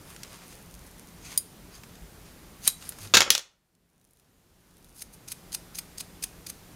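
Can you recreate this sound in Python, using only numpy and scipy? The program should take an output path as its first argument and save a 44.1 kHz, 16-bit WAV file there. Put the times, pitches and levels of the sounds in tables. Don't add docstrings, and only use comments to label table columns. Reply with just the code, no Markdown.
import sys
import numpy as np
from scipy import signal
from scipy.fft import rfft, irfft
from scipy.io import wavfile
from scipy.ndimage import uniform_filter1d

SR = 44100
rng = np.random.default_rng(int(sys.argv[2]) if len(sys.argv) > 2 else 0)


def to_linear_factor(level_db):
    exponent = np.asarray(level_db, float) / 20
    return 10 ** exponent


def digitize_waveform(pressure):
    field = np.atleast_2d(pressure).T
    bounded = np.clip(field, -1, 1)
    quanta = np.round(bounded * 32767).astype(np.int16)
    wavfile.write(sys.argv[1], SR, quanta)


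N = 297675


def evened(x):
    return x / np.sqrt(np.mean(x ** 2) + 1e-20)


def read(points, hz):
    f, value = np.transpose(points)
    return np.interp(np.log(hz + 1), np.log(f + 1), value)


def add(mix, s, sound):
    part = mix[round(s * SR):][:len(sound)]
    part += sound[:len(part)]


def resonate(x, hz, width):
    turn = np.exp(2j * np.pi * hz * np.arange(len(x)) / SR)
    r = np.exp(-np.pi * width / SR)
    return 2 * (turn * signal.lfilter([1 - r], [1, -r], x / turn)).real


def coloured(noise, bass_db, treble_db, deep_db, knee_hz):
    shape = [(40, bass_db + deep_db - 31), (250, bass_db + deep_db), (1200, bass_db), (4500, 0), (6900, 0),
             (knee_hz, treble_db), (12000, treble_db - 2.5), (16000, treble_db - 11)]
    filter_gain = to_linear_factor(read(shape, np.fft.rfftfreq(len(noise), 1 / SR)))
    return evened(irfft(rfft(noise) * filter_gain, len(noise)))


def knocks(blows, modes, deep_db, knee_hz, scatter_db, split_hz, snap_db):
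    out, t = np.zeros(N), np.arange(8192) / SR
    hz, mode_db, mode_t60 = np.transpose(modes)[:, :, None]
    for s, db, bass_db, treble_db, t60, ring_db in blows:
        decay = to_linear_factor(-60 * t / t60) + to_linear_factor(snap_db - 60 * t / .004)
        crack = coloured(rng.standard_normal(len(t)), bass_db, treble_db, deep_db, knee_hz) * decay
        hit = rng.standard_normal((len(modes), 1))
        struck_db = mode_db + scatter_db * hit + read([(1200, bass_db), (4500, 0), (10500, treble_db)], hz)
        cluster = 0
        for _ in range(4):
            detune, phase = rng.standard_normal((2, len(modes), 1))
            cluster = cluster + np.sin(2 * np.pi * ((hz + split_hz * detune) * t + phase)) / 2
        fade = to_linear_factor(-60 * t / mode_t60) + 3.5 * to_linear_factor(-60 * t / (0.22 * mode_t60))
        ring = (to_linear_factor(struck_db) * fade * cluster).sum(0) / np.linalg.norm(to_linear_factor(struck_db))
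        onset = np.minimum(t / .0003, 1)
        add(out, s, to_linear_factor(db) * (crack + to_linear_factor(ring_db) * ring) * onset)
    return out


def scrapes(strokes):
    # (frequency [Hz], width [Hz], level before the contact shift [dB])
    blades = [(2461, 250, -9), (4860, 450, -3.5), (6400, 260, -1.5), (8645, 350, -5), (9500, 200, -4.5),
              (10764, 350, -3), (12355, 250, -6.5)]
    out, t = np.zeros(N), np.arange(-4096, 8192) / SR
    for s, db, bass_db, treble_db, rise, fall in strokes:
        swell = np.exp(-abs(np.where(t < 0, t / rise, t / fall)) ** 1.25)
        grit_db = 2.8 * evened(uniform_filter1d(rng.standard_normal(len(t)), size=40))
        noise = coloured(rng.standard_normal(len(t)), bass_db, treble_db, deep_db=-11, knee_hz=9500)
        rub = noise * swell * to_linear_factor(grit_db)
        contact_db = 7 - 90 * rise + 4.5 * rng.standard_normal(len(blades))
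        rub += sum(to_linear_factor(peak_db + shift_db) * resonate(rub, hz, width)
                   for (hz, width, peak_db), shift_db in zip(blades, contact_db))
        add(out, s + t[0], to_linear_factor(db) * rub)
    return out


def hiss():
    # (frequency [Hz], relative density [dB])
    spectrum = [(12, -38.5), (24, -14), (44, -3), (91, -6), (169, -5), (297, -10.5), (416, -12),
                (521, -15.5), (2010, -22.5), (2970, -24.5), (6170, -26), (7730, -26.5), (13600, -27.5),
                (15200, -30.5), (16500, -53)]
    # (frequency [Hz], width of each of two resonances [Hz], rms level [dB])
    drones = [(45.7, 9, -63.5), (173, 4, -62)]
    frames, hz = N // 512 + 5, np.fft.rfftfreq(2048, 1 / SR)
    a, b, patches = rng.standard_normal((frames, 1025, 3)).T
    patches = uniform_filter1d(uniform_filter1d(patches, size=30, axis=0), size=8, axis=1)
    z = (a + 1j * b) * to_linear_factor(read(spectrum, hz)[:, None] + 0.69 * evened(patches))
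    air = to_linear_factor(-51) * evened(signal.istft(z, nperseg=2048, noverlap=1536)[1][:N])
    stir = rng.standard_normal(N)
    for f, width, db in drones:
        air += to_linear_factor(db) * evened(resonate(resonate(stir, f, width), f, width))
    return air


def crackle():
    # (time [s], mean rate [ticks/s])
    pace = [(0, 90), (.6, 50), (.72, 110), (1.1, 60), (1.2, 5), (3.85, 5), (4.0, 200), (4.2, 200),
            (4.27, 20), (4.7, 30), (4.78, 150), (5.0, 120), (5.05, 0)]
    s, per_s = np.transpose(pace)
    struck = rng.random(N) < np.interp(np.arange(N) / SR, s, per_s) / SR
    size_db = 3.9 * np.minimum(rng.exponential(1, N), 2.4)
    ticks = struck * to_linear_factor(size_db) * rng.standard_normal(N)
    return to_linear_factor(-33) * (resonate(ticks, 9500, 1600) + .7 * resonate(ticks, 6400, 800))


def rubs():
    # (time of peak [s], level [dB], bass [dB], treble [dB], rise and fall [s])
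    slow_rubs = [(.105, -53, 8, 2.5, .058), (.24, -57, 3, -6, .065), (.34, -52, 8, -2, .052),
                 (.43, -56, 6, -8, .04), (.515, -55, 2, -.5, .056), (1.265, -50, -1, -7, .032),
                 (1.323, -46, 3.5, -4, .044), (1.755, -56, -7, -3.5, .029), (2.275, -62.5, 0, -7, .058),
                 (2.655, -44, -6, 0, .022), (2.674, -33, -2, -2, .008), (2.692, -40, -4, 2, .016),
                 (2.86, -49.5, 1, 0, .07), (3.032, -48.5, -.5, -1.5, .045), (4.966, -49, -15, 8, .013),
                 (4.997, -46.5, -19.5, 5, .021), (5.141, -50.5, -20, 7, .011)]
    return scrapes([(*row, row[-1]) for row in slow_rubs])


def clicks():
    # (time [s], level [dB], bass [dB], treble [dB])
    touches = [(.163, -43, 0, -5), (.233, -32, -9, -9), (.248, -47, 7.5, -8), (.741, -44, -18, 5),
               (1.332, -49, 3, -5), (1.36, -46, -3, -13.5), (1.835, -43, 6, -1), (1.954, -50, 0, -4),
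               (2.635, -45, -6, -1), (2.641, -39.5, -6, -1), (2.648, -38.5, -11, 1.5),
               (2.657, -37.5, -6, -2), (2.665, -38, 0, -5), (2.6765, -8, -9, 5), (2.824, -39, 1, -7.5),
               (2.8915, -27.5, -10, 12), (2.922, -41.5, 6, -4), (2.986, -42, 4, -.5),
               (3.031, -39.5, -26, 4.5), (3.051, -43, 12, .6), (3.073, -43, -3, -5), (3.751, -44, -12, 1.5),
               (4.013, -44, -15, 0), (4.043, -45.5, -15, 9), (4.109, -41.5, -25, 13), (4.134, -41, -22, 13),
               (4.171, -44, -20, 5), (4.198, -43, -21.5, 1), (4.769, -47, -20, 3), (4.782, -47, -22, 7.5),
               (4.845, -42.5, -21, 6)]
    # (frequency [Hz], level [dB], t60 of the slow part [s])
    steel = [(2502.6, -9.5, 0.055), (3950, -.6, .19), (6880, -4, .14), (8818, -11.5, .1), (9790, -5, .085),
             (10220, -6.5, .14), (11040, -6.5, .07), (11580, -6, .17), (12843, -10.5, 0.069),
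             (14298, -11, .08)]
    blows = []
    for s, db, bass_db, treble_db in touches:
        t60 = .034 * to_linear_factor(.3 * bass_db)
        ring_db = -17 + .4 * treble_db + .25 * db
        blows.append((s, db, bass_db, treble_db, t60, ring_db))
    return knocks(blows, steel, deep_db=-9.5, knee_hz=9500, scatter_db=2.5, split_hz=90, snap_db=1)


def thumps():
    bumps = [(.75, -46, 49.7, 0.017, 0.065), (2.04, -42, 48, 0.021, 0.039),
             (2.677, -36.5, 163, 0.0014, 0.0065), (3.04, -42.5, 100, 0.026, 0.086),
             (3.145, -32.5, 110, 0.0036, .04)]
    out, t = np.zeros(N), np.arange(-4096, 8192) / SR
    for s, db, hz, rise, fall in bumps:
        swell = np.exp(-np.where(t < 0, (t / rise) ** 2, t / fall))
        add(out, s + t[0], to_linear_factor(db) * swell * np.sin(2 * np.pi * hz * t))
    return out


def tap():
    # (time [s], level [dB], bass [dB], treble [dB], t60 of the crack [s], ring over crack [dB])
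    single_tap = [(1.376, -16, -23, 10.5, .035, -4.5)]
    # (frequency [Hz], level [dB], t60 of the slow part [s])
    tool = [(4870, -4, .11), (6870, -4.5, .085), (8053, -15, .04), (9620, -2.5, .105), (10600, -1.5, .04),
            (11600, -6, .075), (13890, -13, .05), (15600, -8, 0.032)]
    return knocks(single_tap, tool, deep_db=-15.5, knee_hz=9500, scatter_db=0.3, split_hz=74, snap_db=4)


def clatter():
    # (time [s], level [dB], bass [dB], treble [dB], t60 of the crack [s])
    bounces = [(3.138, -12, -4, -18.5, .08), (3.143, -11.5, -2.5, -11.5, .081), (3.151, -8, -1, -13, .044),
               (3.1695, -4.5, -4.5, -12.5, .059), (3.187, -20.5, -1.5, -13, .04),
               (3.2055, -6.5, -2, -11.5, .04), (3.2185, -9.5, -4, -21, .032), (3.225, -16, 0, -31.5, .041),
               (3.263, -33, 13.5, -25.5, .54), (3.277, -31, 12.5, -29.5, .39), (3.3035, 8, -6.5, -2.5, .02),
               (3.351, 0, -6, -9, .025), (3.379, -7, -4, -7, .02), (3.393, -14, -3, -10.5, .03)]
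    # (frequency [Hz], level [dB], t60 of the slow part [s])
    desk_modes = [(165, -19, .2), (320, -15, .15), (529, -8, .14), (1043.5, -12.5, 0.042),
                  (1335, -2.5, .13), (1619.4, -6.5, .07), (1786, -7, 0.083), (2241, -2.5, .09),
                  (2515, -3.5, .1), (2640, -5, .1), (2943, 3, 0.034), (3350, -3, .12), (3690, -5.5, .1),
                  (4450, -10, 0.048), (4396, -3, .06), (4660, -3.5, .06), (6480, 3, .05), (9460, -9.5, .06)]
    blows = [(*row, 11 + 4.8 * np.log2(row[-1])) for row in bounces]
    return knocks(blows, desk_modes, deep_db=-10, knee_hz=8300, scatter_db=3.5, split_hz=35, snap_db=3.5)


def snips():
    # (bite time [s], bite level [dB], shut time [s], shut level [dB], touch ahead of the bite [s])
    closings = [(5.009, -44, 5.022, -33.5, .004), (5.2852, -37, 5.3217, -34, .005),
                (5.529, -40, 5.5488, -31, .007), (5.7559, -38.5, 5.79, -35.5, .006),
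                (5.983, -42, 6.0074, -33, .006), (6.2286, -36.5, 6.2408, -32, .003),
                (6.4695, -39, 6.5, -37.5, .003)]
    # (bass [dB], treble [dB], rise [s], fall [s])
    touch_shape = (-10, -4.5, .0025, .0035)
    bite_shape = (-14, .6, .0024, .0042)
    shut_shape = (-8, 2.2, .0042, .0048)
    strokes = []
    for bite, bite_db, shut, shut_db, lead in closings:
        stroke_s = shut - bite
        span = .35 * stroke_s
        strokes += [(bite - lead, bite_db - 8, *touch_shape),
                    (bite, bite_db, *bite_shape),
                    (bite + .65 * stroke_s, shut_db - 13, -14, 1.5, span, span),
                    (shut, shut_db, *shut_shape)]
    return scrapes(strokes)


def room(x):
    # (frequency [Hz], t60 [s])
    decay_times = [(150, .4), (1000, .4), (4000, .29), (8000, .27), (13000, .19)]
    taps = np.zeros(SR // 2)
    places = np.arange(120, SR // 2 - 20, 20)
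    taps[places + rng.integers(0, 20, len(places))] = 1
    hz, t, z = signal.stft(taps * rng.choice([-1., 1.], len(taps)), SR, nperseg=256)
    fade = to_linear_factor(-60 * t / read(decay_times, hz)[:, None])
    tail = signal.istft(z * fade, SR, nperseg=256)[1]
    return signal.fftconvolve(x, tail / np.linalg.norm(tail))[:N]


def scene():
    background = hiss()
    near = crackle() + rubs() + clicks() + tap() + snips()
    desk = clatter()
    reverb = room(to_linear_factor(-16) * near + to_linear_factor(-8.5) * desk)
    return (near + desk + reverb + thumps() + background)[None]


def duck(heard):
    memory = 1 - 1 / (.008 * SR)
    power = signal.lfilter([1 - memory], [1, -memory], heard ** 2)
    power_db = 10 * np.log10(abs(power) + 1e-12)
    loud = 1 / (1 + np.exp(-(power_db + 26.5) / 3.8))
    sink_db = np.cumsum(101.4 * loud - 12.5) / SR
    return heard / to_linear_factor(sink_db - np.minimum.accumulate(sink_db))


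def band_limit(x):
    return signal.sosfilt(signal.butter(12, 16850, fs=SR, output="sos"), x)


def record(dry):
    heard = dry[0] - 0.31 * resonate(dry[0], 7850, 330)
    ducked = duck(heard)
    clipped = 0.73 * np.tanh((abs(ducked) / 0.73) ** 2) ** .5 * np.sign(ducked)
    low_pass = signal.firwin(255, 15900, fs=SR)
    mix = signal.oaconvolve(clipped, low_pass, "same")[None]
    return band_limit(mix)


dry = scene()
out = record(dry)
digitize_waveform(out)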